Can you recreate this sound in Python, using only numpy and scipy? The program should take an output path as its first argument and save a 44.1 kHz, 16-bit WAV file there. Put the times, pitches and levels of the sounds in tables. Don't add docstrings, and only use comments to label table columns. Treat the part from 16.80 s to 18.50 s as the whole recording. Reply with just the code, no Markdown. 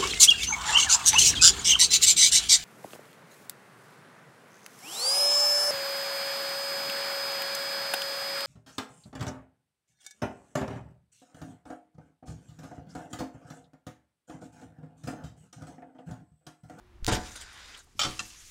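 import sys
import numpy as np
from scipy import signal
from scipy.fft import rfft, irfft
from scipy.io import wavfile

SR = 44100
rng = np.random.default_rng(int(sys.argv[2]) if len(sys.argv) > 2 else 0)


def wav_out(sig):
    wavfile.write(sys.argv[1], SR, np.round(np.clip(np.atleast_2d(sig).T, -1, 1) * 32767).astype(np.int16))


def level_to_linear(level):
    exponent = np.asarray(level, float) / 20
    return 10 ** exponent


N = 74970
T = np.arange(N) / SR


def unit(x):
    return x / np.sqrt(np.mean(x ** 2))


def colour(x, table):
    f = np.fft.rfftfreq(N, 1 / SR) + 1
    table = np.array(table)
    level_db = np.interp(np.log(f), np.log(table[:, 0]), table[:, 1])
    return unit(irfft(rfft(x) * level_to_linear(level_db), N))


def curve(rows):
    r = np.array(rows)
    return level_to_linear(np.interp(T, r[:, 0], r[:, 1], -150, -150))


def fall(t0, t60, rise):
    d = np.maximum(T - t0, 0)
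    return (1 - np.exp(-d / rise)) * np.exp(-np.log(1000) * d / t60)


def band_pass(x, order, low_hz, high_hz):
    return signal.sosfilt(signal.butter(order, [low_hz, high_hz], "band", fs=SR, output="sos"), x)


GRIT_PER_S, GRIT_SPREAD_DB, SMOOTH_DB = 1500, 2.5, 2.5
PATCHY_DB, PATCH_PER_S, TREBLE_HZ = 2.5, 30, 6000
RUB_WIDTH_HZ = 130


def rub(rows, table, modes=()):
    hit = rng.random(N) < GRIT_PER_S / SR
    size = np.minimum(rng.exponential(1, N), 4)
    grit = unit(hit * np.sign(rng.standard_normal(N)) * level_to_linear(GRIT_SPREAD_DB * size))
    friction = colour(grit + level_to_linear(SMOOTH_DB) * rng.standard_normal(N), table)
    f = np.fft.rfftfreq(N, 1 / SR) + 1
    peaks_db = sum(db / (1 + ((f - hz) / RUB_WIDTH_HZ) ** 4) for hz, db in modes)
    spec = rfft(unit(irfft(rfft(friction) * level_to_linear(peaks_db), N)))
    r, out = np.array(rows), 0
    for step in range(22):
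        hz = 125 * 2 ** (step / 3)
        band = irfft(spec * np.maximum(1 - 3 * abs(np.log2(f / hz)), 0), N)
        flicker_db = PATCHY_DB * np.interp(T * PATCH_PER_S, np.arange(200), rng.standard_normal(200))
        tilt_db = np.interp(T, r[:, 0], r[:, 2]) * hz / TREBLE_HZ
        out = out + band * level_to_linear(flicker_db + tilt_db)
    return curve(rows) * out


# t/s, level/dB, extra treble/dB
SLIDE_MOTION = [(.24, -50, -14), (.275, -54, 10), (.281, -29.5, 3), (.311, -31, -7), (.325, -30, 1),
                (.353, -34, 3.5), (.387, -44.5, 0.5), (.549, -52.5, 3.5), (.561, -44.5, -2.5),
                (.593, -51.5, 2), (.615, -48, 4), (.651, -50, -3), (.93, -50, -0.5), (.975, -47.5, -7.5),
                (1.01, -55.5, -4.5), (1.05, -84.5, 17)]
# f/Hz, level/dB
SLIDE_SPECTRUM = [(180, -12.5), (300, -11), (900, -7.5), (1900, -1.5), (2600, -6.5), (3300, -5.5),
                  (7320, -9), (10000, -19.5), (16000, -33.5)]
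# f/Hz, level/dB over the colour
RUBBED_PLATE_MODES = [(985, 2.5), (1510, 4.6), (3710, 4.1), (4900, 4.8), (5820, 2.5), (7130, 4.3),
                      (8670, 6.1)]


def slide():
    return rub(SLIDE_MOTION, SLIDE_SPECTRUM, RUBBED_PLATE_MODES)


# t/s, level/dB, centre f/Hz
GRIT_SCRAPES = [(0.515, -46.5, 6000), (0.557, -44.5, 9000), (.560, -44, 6500), (0.61, -43.5, 8030),
                (0.612, -45, 3230), (.728, -59.5, 10100), (.944, -46, 3040), (0.973, -50.5, 8400),
                (0.99, -49.5, 6640)]
SCRAPE_T60_S, SCRAPE_WIDTH = 0.1, 0.047


def scrapes():
    out = np.zeros(N)
    for t, db, hz in GRIT_SCRAPES:
        rasp = band_pass(rng.standard_normal(N), 1, hz * (1 - SCRAPE_WIDTH), hz * (1 + SCRAPE_WIDTH))
        out += level_to_linear(db) * fall(t, SCRAPE_T60_S, 0.00058) * unit(rasp)
    return out


# t/s, level/dB, noise decay t60/s, top f/Hz
COUNTER_KNOCKS = [(0.2765, -27.5, 0.23, 2980), (0.322, -30, 0.18, 3000), (0.365, -41.5, 0.42, 1550),
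                  (1.067, -64, 0.1, 3000), (1.148, -54.5, 0.52, 199), (1.202, -48.5, 0.63, 600),
                  (1.247, -40, 0.2, 1550), (1.264, -39, 0.19, 495), (1.4, -49.5, 0.2, 1500)]
# f/Hz, level/dB
COUNTER_SPECTRUM = [(30, -2), (100, -15.5), (330, -6), (800, -12), (1500, -24), (3500, -33)]
# f/Hz, level/dB
COUNTER_RING_MODES = [(101, 5), (122, 4), (188, 0.5), (230, 0.5), (318, 3), (470, -4), (553, -5),
                      (735, 3.5), (878, 0), (996, -5.5), (1184, -5)]
KNOCK_RISE_S, COUNTER_RING_DB, RING_LONGER = 0.0017, -6, 1.316


def counter():
    phase = 2 * np.pi * rng.random((len(COUNTER_KNOCKS), 16))
    noise, out = colour(rng.standard_normal(N), COUNTER_SPECTRUM), 0
    for (t, db, t60, top_hz), p in zip(COUNTER_KNOCKS, phase):
        bell = sum(level_to_linear(mode_db) * np.sin(2 * np.pi * hz * T + p[k])
                   for k, (hz, mode_db) in enumerate(COUNTER_RING_MODES))
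        rattle = noise * fall(t, t60, KNOCK_RISE_S)
        ringing = level_to_linear(COUNTER_RING_DB) * bell * fall(t, t60 * RING_LONGER, KNOCK_RISE_S)
        out = out + level_to_linear(db) * signal.lfilter(*signal.butter(2, top_hz, fs=SR), rattle + ringing)
    return out


SCATTER_DB, CONTACT_S = 2.5, 0.001
ROUGH_RAD, ROUGH_PER_S, ROUGH_GROWS_S = 0.4, 250, 0.015


def strike(hits, modes, crack_db, crack_t60, crack_rise):
    scatter = rng.standard_normal((len(hits), 32))
    phase = 2 * np.pi * rng.random((len(hits), 32))
    noise = unit(band_pass(rng.standard_normal(N), 4, 1000, 7500))
    growth = np.clip((T - hits[0][0]) / ROUGH_GROWS_S, 0.5, 4)
    out = np.zeros(N)
    for k, (hz, db, t60) in enumerate(modes):
        wobble = np.interp(T * ROUGH_PER_S, np.arange(500), rng.standard_normal(500))
        waver = ROUGH_RAD * growth * wobble
        for (t, hit_db, treble), s, p in zip(hits, scatter, phase):
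            gain = level_to_linear(hit_db + db + SCATTER_DB * s[k]) * treble ** (hz / 3000)
            out += gain * fall(t, t60, CONTACT_S) * np.sin(2 * np.pi * hz * T + p[k] + waver)
    cracks = sum(level_to_linear(db + crack_db) * treble * fall(t, crack_t60, crack_rise) for t, db, treble in hits)
    return out + noise * cracks


# t/s, level/dB, share of treble [ratio]
TONGS_BOUNCES = [(1.1921, -32.5, 1.), (1.2135, -33, 0.79), (1.232, -34.5, 0.83), (1.2475, -33.5, 0.44),
                 (1.259, -53, 0.17)]
# f/Hz, level/dB, t60/s
TONGS_MODES = [(599, -4, 0.11), (837, -2.5, 0.099), (1175, -4.5, 0.29), (1279, 3.5, 0.1), (1388, 2, 0.11),
               (2213, -5.5, 0.13), (2410, -0.5, 0.13), (2880, -1, 0.098), (3124, 5.5, 0.33),
               (3190, 7.5, 0.077), (3495, 7, 0.084), (3895, 2, 0.09), (4390, -2.5, 0.1), (4500, 0, 0.22),
               (5020, 0.5, 0.12), (5490, 2.5, 0.14), (5900, -3.5, 0.16), (6280, -14, 0.1),
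               (6630, 1.5, 0.094), (7140, 1, 0.098), (7780, -2, 0.11), (14800, -9, 0.054)]


def tongs():
    return strike(TONGS_BOUNCES, TONGS_MODES, crack_db=8, crack_t60=0.095, crack_rise=0.0086)


# t/s, level/dB, share of treble [ratio]
PLATE_TAPS = [(1.3926, -34.5, 0.92), (1.4005, -25.5, 0.22), (1.5029, -56.5, 1)]
# f/Hz, level/dB, t60/s
PLATE_MODES = [(1150, -1, 0.046), (1367, 2.5, 0.026), (1790, -13, 0.12), (3140, 5, 0.027),
               (2696, 8.5, 0.06), (4120, 5, 0.027), (5060, 11.5, 0.02), (5879, 9.5, 0.021),
               (6800, 10, 0.02)]


def plate_taps():
    return strike(PLATE_TAPS, PLATE_MODES, crack_db=2.8, crack_t60=0.052, crack_rise=0.00031)


# t/s, level/dB, extra treble/dB
SETTLING = [(1.16, -73, 3), (1.19, -62, 6.5), (1.238, -41.5, -1), (1.366, -49, 1), (1.46, -53.5, 3.5),
            (1.54, -52, -1.5), (1.7, -59, 5.5)]
# f/Hz, level/dB
SETTLING_SPECTRUM = [(180, -38), (700, -13), (1100, -6), (2650, -1.5), (4500, -2.5), (6620, 0.5),
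                     (10000, -9), (16000, -26)]


def rustle():
    return rub(SETTLING, SETTLING_SPECTRUM)


def ring(x, hz, t60):
    pole = np.exp(2j * np.pi * hz / SR - np.log(1000) / (t60 * SR))
    return signal.lfilter([1], [1, -pole], x).imag


# t/s, level/dB, ring f/Hz
DRY_TICKS = [(0.2463, -22.5, 4100), (0.261, -42, 3900), (0.2662, -16, 4460)]
TICK_T60_S, TICK_EDGE_DB = 0.001, 6.5


def ticks():
    out = np.zeros(N)
    for t, db, hz in DRY_TICKS:
        kick = np.zeros(N)
        start = int(t * SR)
        kick[start:start + 2] = level_to_linear(db) * np.array([1, -1])
        out += level_to_linear(TICK_EDGE_DB) * kick
        out += 4.05 * ring(kick, hz, TICK_T60_S) + 1.33 * ring(kick, 1.59 * hz, TICK_T60_S)
    return out


PUSH_S, PUSH_DB, PUSH_T60_S = 0.2255, -13.5, 0.1
PUSH_HZ = 16


def push():
    pulse = fall(PUSH_S, PUSH_T60_S, 0.011)
    return -level_to_linear(PUSH_DB) * signal.lfilter(*signal.butter(1, PUSH_HZ, "high", fs=SR), pulse)


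# t/s, level/dB
HAND_RUMBLE = [(0, -63), (.225, -50.5), (.275, -40.5), (.33, -33), (.382, -40), (.47, -48), (.72, -60),
               (1.09, -65), (1.275, -51.5), (1.41, -58.5), (1.46, -57.5), (1.7, -61)]


def rumble():
    return unit(band_pass(rng.standard_normal(N), 2, 15, 72)) * curve(HAND_RUMBLE)


ROOM_T60_S, ROOM_DB, ROOM_HZ = 0.28, -19, 6000


def room(x):
    t = T[:SR // 2]
    tail = rng.standard_normal(len(t)) * np.exp(-np.log(1000) * t / ROOM_T60_S) * (t > 0.004)
    tail = signal.sosfilt(signal.butter(1, ROOM_HZ, fs=SR, output="sos"), tail)
    return x + level_to_linear(ROOM_DB) * signal.fftconvolve(x, tail / np.sqrt(np.sum(tail ** 2)))[:N]


# f/Hz, level/dB
EARLY_HISS = [(35, -32), (60, -14.5), (98, -10), (315, -16.5), (363, -3), (398, -23), (1090, -19.5),
              (3040, -28), (16000, -48.5)]
# f/Hz, level/dB
LATE_HISS = [(20, -27), (120, -13), (400, -6), (600, -19), (1160, -11.5), (3000, -16), (7670, -15.5),
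             (16000, -36)]
FLOOR_DB, FLOOR_LATE_DB, CHANGE_S = -63.5, -66.5, 0.23


def floor():
    early = level_to_linear(FLOOR_DB) * colour(rng.standard_normal(N), EARLY_HISS)
    late = level_to_linear(FLOOR_LATE_DB) * colour(rng.standard_normal(N), LATE_HISS)
    return np.where(T < CHANGE_S, early, late)


def scene():
    hits = room(tongs() + plate_taps() + counter())
    friction = slide() + scrapes() + rustle()
    return (hits + friction + ticks() + floor() + rumble() + push())[None]


def roll_off(x):
    return signal.sosfilt(signal.butter(12, 16840, fs=SR, output="sos"), x)


TOP_HZ = 15750


def record(dry):
    trimmed = signal.sosfilt(signal.ellip(6, 0.3, 22, TOP_HZ, fs=SR, output="sos"), dry)
    return roll_off(trimmed)


dry = scene()
out = record(dry)
wav_out(out)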